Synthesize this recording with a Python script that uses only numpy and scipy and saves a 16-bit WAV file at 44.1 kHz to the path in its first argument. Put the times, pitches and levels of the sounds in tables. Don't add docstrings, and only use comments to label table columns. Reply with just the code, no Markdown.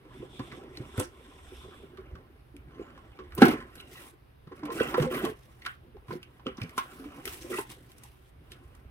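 import sys
import numpy as np
from scipy import signal
from scipy.io import wavfile
from scipy.ndimage import uniform_filter1d

SR = 44100
rng = np.random.default_rng(int(sys.argv[2]) if len(sys.argv) > 2 else 0)


def attenuation_scalar(level_db):
    decades = np.asarray(level_db, float) / 20
    return 10 ** decades


def dump_mix(stems):
    frames = np.atleast_2d(stems).T
    limited = np.clip(frames, -1, 1)
    pcm = np.round(limited * 32767).astype(np.int16)
    wavfile.write(sys.argv[1], SR, pcm)


N = 392552

# t/s, level/dB
GRIP = [(0, -58), (.58, -50), (.9, -55), (1.5, -60), (2.04, -54), (2.55, -70.5), (2.8, -48.5), (3.1, -63),
        (3.4, -55.5), (4.0, -55.5), (4.35, -80), (4.6, -50), (5.42, -70.5), (6.43, -61.5), (6.7, -57.5),
        (7.6, -56.5), (8.2, -70), (8.9, -63)]
CARD_UNDER_GRIP_DB = -9
# t/s, length/s, force/dB, hiss/dB
OUTER_STROKES = [(.14, 0.12, -61, -61), (.34, 0.23, -83, -56), (.76, 0.18, -58, -59),
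                 (1.0, 0.0091, -42.5, -44), (1.25, 0.56, -62.5, -60.5), (1.49, 0.15, -69, -57.5),
                 (2.78, 0.059, -76, -94), (3.05, 0.65, -64.5, -73.5), (3.76, 0.049, -76, -67),
                 (3.92, 0.16, -63.5, -58.5), (3.98, 0.086, -61, -57.5)]
FLAP_STROKES = [
    (3.378, 0.061, -42.5, -51.5),
    (3.416, 0.12, -38.5, -49.5),
    (3.53, 0.077, -48.5, -67),
]
DRAGS = [
    (4.66, 0.063, -50, -81),
    (4.56, 0.0077, -77.5, -65),
    (4.722, 0.062, -55, -47.5),
    (4.755, 0.17, -44, -50),
    (4.975, 0.069, -39, -45.5),
    (5.112, 0.07, -43.5, -48),
    (5.2, 0.098, -46, -50.5),
]
INNER_STROKES = [(5.36, 0.38, -70, -69.5), (5.66, 0.022, -58, -83), (6.1, 0.061, -58.5, -63),
                 (6.48, 0.019, -52.5, -87), (6.59, 0.058, -54.5, -68), (6.3, 0.086, -73, -78),
                 (6.66, 0.19, -60.5, -66), (6.79, 0.045, -58, -54), (6.87, 0.19, -57.5, -60.5),
                 (7.08, 0.2, -56.5, -63.5), (7.27, 0.088, -55.5, -48.5), (7.35, 0.12, -64, -53),
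                 (7.51, 0.1, -53, -45), (7.7, 0.026, -59, -50), (7.76, 0.34, -74, -68),
                 (8.04, 0.25, -75.5, -70), (8.44, 0.36, -69.5, -76)]
OUTER_SHAKE_DB, FLAP_SHAKE_DB, DRAG_SHAKE_DB, INNER_SHAKE_DB = -0.5, 6, 8, 1.5
FINGER_RISE_DB_PER_S, STROKE_RISE_DB_PER_S, DRAG_RISE_DB_PER_S = 248, 500, 1799
STROKE_FALL_DB_PER_S = 450.5
FINGER_EDGE_DB = 26
PARTS_FROM_S = 3.3
# f/Hz, width/Hz, level/dB
BOX_MODES = [(145, 42, -4.5), (210, 66, -5.5), (242.8, 36, 0), (294.4, 30, -1.5), (358, 46, 1.5),
             (438.2, 126, -3.5), (507.7, 125, -6.5), (624, 78, -13)]
# f/Hz, width/Hz, level/dB
CARD_MODES = [(739.6, 79, -3.5), (1010, 200, -2.5), (1347, 320, -2.5), (1850, 590, -5.5), (2216, 590, -6),
              (2970, 370, -7.5), (3400, 485, -20)]
# f/Hz, level per Hz/dB
SKIN = [(1760, -31.5), (3000, 3), (3480, -11.5), (3930, -17), (4700, -25.5), (6960, -14), (8260, -11),
        (11300, -24), (15400, -30.5), (16100, -28), (16500, -58)]
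# f/Hz, level per Hz/dB
SLIDE = [(1760, -7.5), (3000, -5), (4470, -10.5), (8500, -7.5), (12500, -8), (15500, -13), (16100, -16),
         (16500, -45.5)]
# f/Hz, width/Hz, level/dB
STREAKS = [(3480, 220, 4), (5440, 620, 5), (8350, 350, -5), (11400, 630, 0)]
# t/s, peak/dB, f/Hz, t60/s
TURN_KNOCKS = [(0.199, -38, 303, 0.15), (0.227, -30.5, 392, 0.075), (0.393, -27, 278, 0.046),
               (0.523, -36, 124, 0.071), (0.615, -41, 360, 0.054), (0.776, -40.5, 310, 0.054),
               (0.799, -26, 124, 0.05), (0.979, -18.5, 105.5, 0.05), (0.994, -23, 364.5, 0.13),
               (1.011, -29, 370, 0.033), (1.518, -37.5, 384, 0.082), (1.643, -40.5, 383, 0.088),
               (1.683, -40, 410, 0.056), (1.834, -36.5, 396, 0.074), (1.931, -42.5, 379, 0.34),
               (1.981, -36.5, 389, 0.18), (2.128, -43.5, 115, 0.26), (2.54, -42.5, 292, 0.2),
               (2.795, -28.5, 381, 0.037), (2.814, -29.5, 362, 0.017), (3.189, -38, 379.6, 0.37)]
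FLAP_KNOCKS = [
    (3.386, -21.5, 142, 0.021),
    (3.418, -4, 427, 0.021),
    (3.421, -0.5, 259, 0.048),
    (3.434, -13, 413, 0.019),
    (3.443, -11, 300, 0.035),
    (3.462, -14.5, 366.5, 0.11),
    (3.486, -13, 289, 0.037),
    (3.502, -29, 293, 0.033),
    (3.531, -23, 317, 0.074),
]
TRAY_KNOCKS = [(4.469, -37, 151, 0.047), (4.514, -37, 376, 0.098), (4.627, -27.5, 305.6, 0.21),
               (4.692, -31.5, 473, 0.14), (4.772, -25, 395, 0.059), (4.807, -12, 454, 0.027),
               (4.942, -21, 372, 0.064), (4.98, -13, 498, 0.076), (4.999, -18, 145, 0.097),
               (5.036, -21, 160.4, 0.13), (5.065, -23.5, 519.5, 0.22), (5.23, -25, 258, 0.046),
               (5.262, -29, 447.5, 0.18)]
INNER_KNOCKS = [(5.956, -42, 380, 0.081), (6.105, -35, 397.5, 0.27), (6.131, -31.5, 472, 0.06),
                (6.461, -24.5, 398.5, 0.15), (6.584, -31.5, 234, 0.016), (6.613, -29, 110, 0.094),
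                (6.636, -30.5, 167, 0.073), (6.993, -36.5, 274.6, 0.3), (7.055, -34, 297, 0.13),
                (7.27, -34, 397, 0.062), (7.443, -33, 358, 0.11), (7.502, -26, 373, 0.1),
                (7.522, -26.5, 377, 0.12), (7.585, -23.5, 400, 0.072)]
MORE_KNOCKS = [(.398, -29.5, 124, 0.049), (0.404, -37.5, 370, 0.12), (.535, -42, 374, 0.1),
               (0.582, -37.5, 375, 0.039), (0.64, -38, 386, 0.06), (3.381, -26.5, 406, 0.096),
               (3.419, -7.5, 793, 0.033), (3.449, -32, 805, .04), (3.47, -23, 736, 0.04),
               (5.845, -49, 361, 0.084), (5.946, -43.5, 408, 0.053), (6.022, -52.5, 438, 0.054),
               (6.086, -33.5, 121, 0.052), (6.115, -33.5, 160, 0.066), (6.151, -33, 164, 0.056),
               (6.15, -34.5, 358, 0.12), (6.106, -31, 1010, 0.036), (5.291, -31.5, 417, 0.033),
               (3.424, -11.5, 147.4, 0.088), (0.191, -38, 127, 0.11), (1.849, -49.5, 148, 0.091),
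               (2.14, -44, 169, 0.13), (2.668, -44, 148, 0.12), (5.866, -49, 186, 0.14),
               (7.252, -39, 396, 0.036), (7.412, -43, 331, 0.087), (8.194, -53, 135.4, 0.071),
               (8.405, -48, 152.4, 0.084), (8.512, -50.5, 380, .08), (8.602, -49.5, 286, 0.13),
               (3.426, -2.5, 250.6, 0.039), (3.447, -14, 265, 0.026), (3.497, -16.5, 302, .05),
               (6.466, -20, 400, 0.059), (6.777, -23.5, 1038, .04), (6.779, -22.5, 1380, 0.018),
               (4.941, -20.5, 1077, 0.015), (5.238, -17, 288, 0.069), (7.494, -41, 406, 0.063),
               (7.545, -35, 394, 0.15), (6.466, -28, 1250, 0.018)]
PANEL_SIDE = 0.2
# t/s, peak/dB, f/Hz, hardness/dB
EDGE_TICKS = [(.393, -33, 1100, -27), (.516, -40, 1850, -39), (.771, -33, 4030, -21),
              (.976, -32.5, 1320, -17), (.997, -28.5, 990, -9.5), (1.972, -43, 1160, -23),
              (2.153, -44, 1210, -23.5), (2.565, -48, 2330, -10), (2.784, -47, 1130, -55),
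              (2.866, -60, 1070, -28), (2.904, -57, 1220, -33), (2.99, -54, 1140, -42),
              (3.189, -37.5, 1160, -39), (3.32, -40.5, 1400, -33), (3.378, -34.5, 1010, -12.5),
              (3.419, -8.5, 1460, -22), (3.432, -16.5, 1430, -29.5), (3.453, -19.5, 800, -17.5),
              (3.482, -26, 790, -14.5), (3.51, -30.5, 1290, -20), (3.754, -49, 1460, -1.5),
              (3.8, -38, 2770, -25)]
TRAY_TICKS = [(4.472, -47, 1054, -40), (4.518, -39, 1010, -78), (4.592, -47, 1230, -21),
              (4.632, -33.5, 1030, -66), (4.653, -38, 970, -13.5), (4.702, -30.5, 1050, -38),
              (4.799, -26, 1500, -26), (4.941, -18, 990, -61), (5.022, -28.5, 1070, -21),
              (5.238, -28.5, 730, -30), (5.25, -27.5, 1045, -13)]
PART_TICKS = [(5.619, -43, 2030, -22), (5.651, -32.5, 2050, -24), (5.661, -24.5, 1410, -19),
              (5.965, -47.5, 840, -35.5), (6.081, -44.5, 1080, -27), (6.108, -38, 1430, -30),
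              (6.135, -47.5, 776, -13), (6.229, -39.5, 2570, -17), (6.394, -47, 970, -38),
              (6.466, -25.5, 2860, -28), (6.577, -40.5, 1010, -22), (6.616, -30.5, 2350, -20),
              (6.639, -64, 1950, -3), (6.693, -45, 1950, -12), (6.778, -23.5, 1050, -11),
              (7.041, -44.5, 1100, -24), (7.254, -32.5, 2280, -4), (7.276, -29.5, 2720, -7.5),
              (7.583, -26, 920, -40), (7.7, -43.5, 2810, -3.5), (7.917, -49.5, 3010, -3),
              (7.981, -61, 1410, 6), (8.034, -52, 834, 3.5), (8.518, -36, 3150, -14.5),
              (8.749, -54, 1160, -6.5)]
SCUFF_S, SNAP_T60_S = .015, 0.049
TICK_CYCLES, CRACK_FOLLOWS, CRACK_DB = 29.9, 0.31, -4.5
# t/s, peak/dB, f/Hz, t60/s
SKIDS = [(3.449, -24, 15000, 0.026), (3.482, -28.5, 10100, 0.032), (3.505, -35, 10880, 0.051),
         (3.419, -20, 2000, 0.02), (3.807, -42, 8600, 0.021), (4.05, -55, 14000, 0.028),
         (4.75, -39.5, 7430, 0.064), (4.757, -47, 13000, .04), (4.775, -47, 9500, .05),
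         (4.83, -32.5, 7300, 0.068), (4.983, -30, 1700, 0.02), (4.93, -43, 12000, 0.036),
         (4.998, -39, 13000, .04), (5.022, -28.5, 6600, 0.044), (4.998, -27, 1700, .02),
         (5.101, -42, 13000, .02), (5.114, -30.5, 14000, .04), (5.125, -31, 11000, .03),
         (5.147, -27.5, 12400, 0.042), (5.165, -31, 13500, .05), (5.187, -29, 13500, 0.037),
         (5.248, -29, 12000, 0.025), (5.144, -29.5, 1940, 0.05), (5.187, -34, 3170, .04),
         (4.8, -32, 2600, 0.094), (6.467, -40, 3200, 0.015), (6.479, -44, 2480, 0.057),
         (6.6, -41, 1540, 0.055), (6.63, -39, 4800, 0.048), (6.124, -40.5, 4300, 0.098),
         (3.35, -25, 13500, 0.011), (8.526, -46, 3400, 0.07), (6.083, -46.5, 1900, 0.026),
         (6.108, -39, 2100, 0.14), (6.613, -39, 1300, 0.029), (5.073, -46, 3700, 0.089),
         (0.996, -17.5, 8700, 0.022), (1.008, -29.5, 8300, 0.22), (.974, -36, 11000, 0.058),
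         (0.99, -32, 8500, 0.062), (1.03, -37.5, 5500, 0.2), (7.255, -23, 11800, 0.017),
         (7.276, -27.5, 1360, 0.021), (7.516, -33, 1370, 0.15), (7.55, -37, 1800, 0.07),
         (7.583, -31, 1510, 0.034), (7.608, -34, 9000, 0.06), (2.8, -51, 1000, .08),
         (0.52, -39.5, 1200, 0.046), (2.866, -48, 1300, .02), (2.903, -45, 1300, .02),
         (2.975, -43, 1105, .025), (6.569, -41.5, 5200, 0.044), (3.5, -49, 6300, .12)]
SKID_RISE_S, SKID_WIDTH = 0.002, 0.23
# t/s, length/s, level/dB
TRAY_RUBS = [(0.974, .014, -44), (4.72, .03, -52.5), (4.768, 0.046, -41), (4.803, 0.091, -40.5),
             (4.942, 0.065, -45), (5.106, 0.14, -43), (5.223, 0.06, -48), (5.667, 0.037, -50.5),
             (6.464, 0.028, -52.5), (6.613, 0.019, -61), (7.27, 0.03, -60), (7.509, 0.082, -42.5),
             (7.585, 0.028, -52)]
# f/Hz, width/Hz, level/dB
TRAY_MODES = [(1220, 140, -1.5), (1500, 120, -3), (1950, 70, 1.5), (2670, 140, -2), (3150, 120, -4),
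              (3680, 60, -10.5), (3950, 62, -14.5)]
# t/s, length/s, level/dB
RIM_STROKES = [
    (3.786, 0.021, -50),
    (3.87, 0.061, -61.5),
    (3.956, 0.085, -55),
]
# f/Hz, width/Hz, level/dB
RIM_MODES = [(1417, 70, -4.5), (1900, 60, -4), (2770, 160, 0), (3990, 98, -5), (5170, 140, -11),
             (8700, 434, -19.5), (11500, 700, -14.5)]
# t/s, f/Hz, level/dB
SQUEAK = [
    (2.71, 5950, -96),
    (2.75, 6120, -80),
    (2.79, 6570, -89),
    (2.805, 7150, -88),
    (2.83, 6960, -76),
    (2.89, 7100, -86),
    (2.96, 7150, -98),
]
# t/s, level/dB
SHIFTS = [(.42, -56), (1.0, -53), (1.53, -50), (2.13, -47.5), (2.6, -52), (3.438, -46), (5.0, -50),
          (5.85, -55.5), (6.64, -54.5), (7.3, -52.5), (8.001, -70), (8.399, -54), (8.75, -52)]
SHIFT_RISE_DB_PER_S, SHIFT_FALL_DB_PER_S, RUMBLE_FLOOR_DB = 42, 42.5, -65
# f/Hz, level per Hz/dB
AIR = [(12, -38), (20, -36.5), (43, 4), (69, 5), (131, -10.5), (195, -20), (323, -7.5), (652, -12.5),
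       (1320, -15), (3140, -23), (7940, -41), (8890, -33), (12500, -27.5), (15700, -39), (16500, -42.5)]
AIR_DB = -60.5
# f/Hz, correlation
LIKENESS = [(60, 0.8), (180, -0.28), (550, -0.7), (1650, -0.005), (4970, 0.3), (15000, -0.35)]
ROOM_T60_S, BRIGHT_T60_S = 0.19, 0.088
ROOM_DB, WALL_CUT_HZ, RIGHT_LAG_S = -8.5, 12000, 0.00012


def rms_one(x):
    return x / np.sqrt(np.mean(x ** 2) + 1e-20)


def peak_one(x):
    return x / np.max(np.abs(x))


def in_time(rows):
    s, *columns = np.transpose(rows)
    return [np.interp(np.arange(N) / SR, s, c) for c in columns]


def at_hz(points, hz):
    points_hz, values = np.transpose(points)
    return np.interp(np.log(hz), np.log(points_hz), values)


def band(x, low_hz, high_hz):
    edges_hz = [low_hz, min(high_hz, .45 * SR)]
    return signal.sosfilt(signal.butter(2, edges_hz, "band", fs=SR, output="sos"), x)


def resonance(x, hz, width_hz):
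    r = np.exp(-np.pi * width_hz / SR)
    poles = [1, -2 * r * np.cos(2 * np.pi * hz / SR), r * r]
    return signal.lfilter((1 - r * r) / 2 * np.array([1, 0, -1]), poles, x)


def add(out, sound, s):
    i = round(s * SR)
    out[..., i:i + sound.shape[-1]] += sound[..., :N - i]


def drift(rate_hz):
    r = np.exp(-80 * np.pi * rate_hz / SR)
    white = rng.standard_normal(N // 40 + 2002)
    slow = signal.lfilter([1], [1, -2 * r, r * r], white)[2000:]
    return np.interp(np.arange(N) / 40, np.arange(len(slow)), rms_one(slow))


def grains(per_s, spread_db, clump_db):
    sizes = attenuation_scalar(spread_db * np.minimum(rng.exponential(1, N), 4)) * rng.choice([-1, 1], N)
    born = rng.random(N) < per_s * attenuation_scalar(clump_db * drift(25)) / SR
    return rms_one(rms_one(sizes * born) + .8 * rng.standard_normal(N))


def body(modes, source, wander_db):
    total = 0
    for k, (hz, width_hz, level_db) in enumerate(modes):
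        gain = attenuation_scalar(level_db + wander_db * drift(24.0))
        total = total + (-1) ** k * gain * resonance(source, hz, width_hz)
    return rms_one(total)


def banded(spectra, share, source, patchy_db):
    out, edges_hz = 0, 20 * 2 ** np.arange(0, 10.1, .4)
    for k, (low, high) in enumerate(zip(edges_hz, edges_hz[1:])):
        if high < spectra[0][0][0]:
            continue
        mid, side = band(source[k % 2], low, high)
        hz = np.sqrt(low * high)
        alike = np.clip(at_hz(LIKENESS, hz), -1, 1)
        level_db = (1 - share) * at_hz(spectra[0], hz) + share * at_hz(spectra[1], hz)
        gain = attenuation_scalar(level_db + patchy_db * drift(6.3))
        out = out + gain * (np.sqrt(1 + alike) * mid + np.sqrt(1 - alike) * side * [[1], [-1]])
    return rms_one(out)


def humps(rows, fall_db_per_s):
    t, power = np.arange(0, N + 32, 32) / SR, 1e-12
    for s, length_s, level_db, rise in rows:
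        before_db = (s - t) * rise
        after_db = (t - s - length_s) * min(fall_db_per_s, 2 * rise)
        loss_db = np.maximum(0, np.maximum(before_db, after_db))
        power = power + attenuation_scalar(level_db - loss_db) ** 2
    return np.interp(np.arange(N) / SR, t, np.sqrt(power))


def strokes():
    groups = [(OUTER_STROKES, OUTER_SHAKE_DB, FINGER_RISE_DB_PER_S, FINGER_EDGE_DB),
              (FLAP_STROKES, FLAP_SHAKE_DB, DRAG_RISE_DB_PER_S, np.inf),
              (DRAGS, DRAG_SHAKE_DB, DRAG_RISE_DB_PER_S, np.inf),
              (INNER_STROKES, INNER_SHAKE_DB, STROKE_RISE_DB_PER_S, np.inf)]
    scrape, slide, shake = [], [], []
    for table, shake_db, fastest, edge_db in groups:
        for s, length_s, force_db, hiss_db in table:
            rise = min(fastest, edge_db / length_s)
            scrape.append((s, length_s, force_db, rise))
            slide.append((s, length_s, hiss_db, rise))
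            shake.append((s, length_s, force_db + shake_db, rise))
    return [humps(rows, STROKE_FALL_DB_PER_S) for rows in (scrape, slide, shake)]


def hollow_box(grip_db, shake):
    slips = grains(per_s=240, spread_db=2.0, clump_db=3.5)
    return np.hypot(attenuation_scalar(grip_db), shake) * body(BOX_MODES, slips, wander_db=3.0)


def stiff_card(grip_db, scrape):
    slips = grains(per_s=500, spread_db=1.0, clump_db=2.0)
    return np.hypot(attenuation_scalar(grip_db + CARD_UNDER_GRIP_DB), scrape) * body(CARD_MODES, slips, wander_db=3.5)


def sliding_hiss(slide, opened):
    fine = np.array([grains(per_s=2500, spread_db=3.0, clump_db=4.0) for k in range(4)]).reshape(2, 2, N)
    flutter = attenuation_scalar(np.where(opened, 2.4, .8) * drift(45))
    hiss = slide * flutter * banded([SKIN, SLIDE], opened, fine, patchy_db=2.2)
    song = sum(attenuation_scalar(db + 1.8 * drift(2.1)) * resonance(hiss, hz, width) for hz, width, db in STREAKS)
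    return hiss + ~opened * song


def crackle(slide, opened):
    return opened * attenuation_scalar(-8.0) * slide * band(grains(per_s=400, spread_db=3.5, clump_db=4.5), 1800, 15500)


def knocks():
    out, t = np.zeros((2, N)), np.arange(round(.25 * SR)) / SR
    rows = TURN_KNOCKS + FLAP_KNOCKS + TRAY_KNOCKS + INNER_KNOCKS + MORE_KNOCKS
    luck = rng.standard_normal((len(rows), len(BOX_MODES) + 1, 2))
    for (s, peak_db, hz, t60), (push, *row) in zip(rows, luck):
        dying = attenuation_scalar(-60 * t / np.clip(t60, .02, .3)) * (1 - np.exp(-t * hz / 1.23))
        sound = np.sin(2 * np.pi * hz * t * (1 - 0.41 * t))
        side = PANEL_SIDE * np.tanh(push[1]) * np.cos(2 * np.pi * hz * t * (1 - 0.25 * t))
        for (mode_hz, _, level_db), (z, lean) in zip(BOX_MODES, row):
            nearness = min(mode_hz / hz, np.sqrt(hz / mode_hz))
            mode = nearness * attenuation_scalar(level_db - 7.5) * np.sin(2 * np.pi * mode_hz * t)
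            sound = sound + z * mode
            side = side + PANEL_SIDE * lean * mode
        stereo = peak_one((sound + side * [[1], [-1]]) * dying)
        add(out, np.sign(push[0]) * attenuation_scalar(peak_db) * stereo, s)
    return band(out, 47, 7800)


def ticks():
    out, t = np.zeros((2, N)), np.arange(round(.15 * SR)) / SR - SCUFF_S
    after = np.maximum(t, 0)
    rows = EDGE_TICKS + TRAY_TICKS + PART_TICKS
    scratch = rng.standard_normal((len(rows), 4, len(t)))
    for (s, peak_db, hz, snap_db), (contact, left, right, rough) in zip(rows, scratch):
        t60 = np.clip(TICK_CYCLES / hz, .008, .2)
        crack_db = CRACK_DB + CRACK_FOLLOWS * snap_db
        rise = 1 - np.exp(-after / (.035 * t60))
        touch = rise * (attenuation_scalar(-60 * after / t60) + 0.58 * attenuation_scalar(-60 * after / (3.6 * t60)))
        touch = touch + 0.093 * np.exp(-np.abs(t) / 0.011)
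        touch = touch * attenuation_scalar(22 * uniform_filter1d(rough, size=90))
        blow = contact * touch
        sound = 9.0 * resonance(blow, hz, 150 + 0.058 * hz)
        for k, (mode_hz, width_hz, level_db) in enumerate(CARD_MODES[:4]):
            sound = sound + attenuation_scalar(level_db) * resonance(blow, mode_hz, width_hz) * (-1) ** k
        sound = band(band(sound, .55 * hz, 7000), .45 * hz, 9000)
        wide = (contact + 1.47 * np.array([left, right])) * touch
        crack = attenuation_scalar(crack_db + 8.0) * peak_one(band(wide, 1500, 3630))
        snap = band(band(wide * attenuation_scalar(-60 * after / SNAP_T60_S), 5870, 14000), 4700, 13560)
        snap = attenuation_scalar(snap_db + 12.5) * peak_one(snap)
        add(out, attenuation_scalar(peak_db) * (peak_one(sound) + crack + snap), s - SCUFF_S)
    return out


def skids():
    out, t = np.zeros((2, N)), np.arange(round(.12 * SR)) / SR
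    scratch = rng.standard_normal((len(SKIDS), 4, len(t)))
    for (s, peak_db, hz, t60), (both, left, right, rough) in zip(SKIDS, scratch):
        level_db = -60 * t / np.clip(t60, .01, .15) + 29.4 * uniform_filter1d(rough, size=90)
        touch = (1 - np.exp(-t / SKID_RISE_S)) * attenuation_scalar(level_db)
        wide = resonance((both + 1.7 * np.array([left, right])) * touch, hz, SKID_WIDTH * hz)
        add(out, attenuation_scalar(peak_db) * peak_one(band(wide, 0.44 * hz, 18200)), s)
    return out


def tray():
    force = humps([(*row, DRAG_RISE_DB_PER_S) for row in TRAY_RUBS], STROKE_FALL_DB_PER_S)
    slips = grains(per_s=350, spread_db=1.0, clump_db=5.0)
    return force * band(body(TRAY_MODES, slips, wander_db=5.5), 1000, 4100)


def rim():
    force = humps([(*row, FINGER_RISE_DB_PER_S) for row in RIM_STROKES], STROKE_FALL_DB_PER_S)
    return force * body(RIM_MODES, grains(per_s=900, spread_db=1.5, clump_db=6.0), wander_db=6.5)


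def squeak():
    hz, level_db = in_time(SQUEAK)
    t = np.arange(N) / SR
    on = (t > SQUEAK[0][0]) & (t < SQUEAK[-1][0])
    cycles = np.cumsum(hz * (1 + 0.03 * drift(150))) / SR
    return on * attenuation_scalar(level_db + 11.0 + 2.5 * drift(40)) * np.sin(2 * np.pi * cycles)


def floor_rumble():
    shifts = humps([(s, 0, db, SHIFT_RISE_DB_PER_S) for s, db in SHIFTS], SHIFT_FALL_DB_PER_S)
    weight = np.hypot(attenuation_scalar(RUMBLE_FLOOR_DB), shifts)
    return weight * attenuation_scalar(3.1 * drift(36)) * rms_one(band(rng.standard_normal(N), 51, 77.0))


def room_drone():
    return attenuation_scalar(-61.5 + 2.2 * drift(1.3)) * rms_one(resonance(rng.standard_normal(N), 120, 17))


def room_air():
    return attenuation_scalar(AIR_DB) * banded([AIR, AIR], 0, rng.standard_normal((2, 2, N)), patchy_db=1.2)


def microphones(x):
    t = np.arange(round(.5 * SR)) / SR
    white = rng.standard_normal((2, len(t))) * (t > .002)
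    lows = (band(white, 510, 3000) + 0.47 * band(white, 8.1, 500)) * attenuation_scalar(-60 * t / ROOM_T60_S)
    highs = band(white, 3000, 16000) * attenuation_scalar(-60 * t / BRIGHT_T60_S)
    mid, side = lows + highs
    side = 1.71 * band(side, 380, 15000) + 0.26 * band(side, 30, 300)
    dull = np.exp(-2 * np.pi * WALL_CUT_HZ / SR)
    tails = signal.lfilter([1 - dull], [1, -dull], [mid + side, mid - side])
    tails = attenuation_scalar(ROOM_DB) * tails / np.sqrt(np.sum(tails ** 2) / 2)
    late = np.interp(np.arange(N) - RIGHT_LAG_S * SR, np.arange(N), x[1])
    return np.array([x[0], late]) + signal.fftconvolve(x, tails, axes=1)[:, :N]


def scene():
    grip_db, = in_time(GRIP)
    scrape, slide, shake = strokes()
    opened = np.arange(N) / SR > PARTS_FROM_S
    rubbing = hollow_box(grip_db, shake) + stiff_card(grip_db, scrape) + crackle(slide, opened)
    contacts = knocks() + ticks() + skids()
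    singing = tray() + rim() + squeak()
    close = rubbing + contacts + singing + floor_rumble() + room_drone()
    close = close * attenuation_scalar([[-.9], [.9]])
    return microphones(close) + sliding_hiss(slide, opened) + room_air()


def roll_off(x):
    return signal.sosfilt(signal.butter(12, 16500, fs=SR, output="sos"), x)


def record(dry):
    dipped = dry - 0.5 * resonance(dry, 6930, 2014)
    cut = signal.sosfilt(signal.cheby2(20, 40, 16050, fs=SR, output="sos"), dipped)
    mix = 1.126 * np.tanh(cut / 1.212)
    return roll_off(mix)


dry = scene()
out = record(dry)
dump_mix(out)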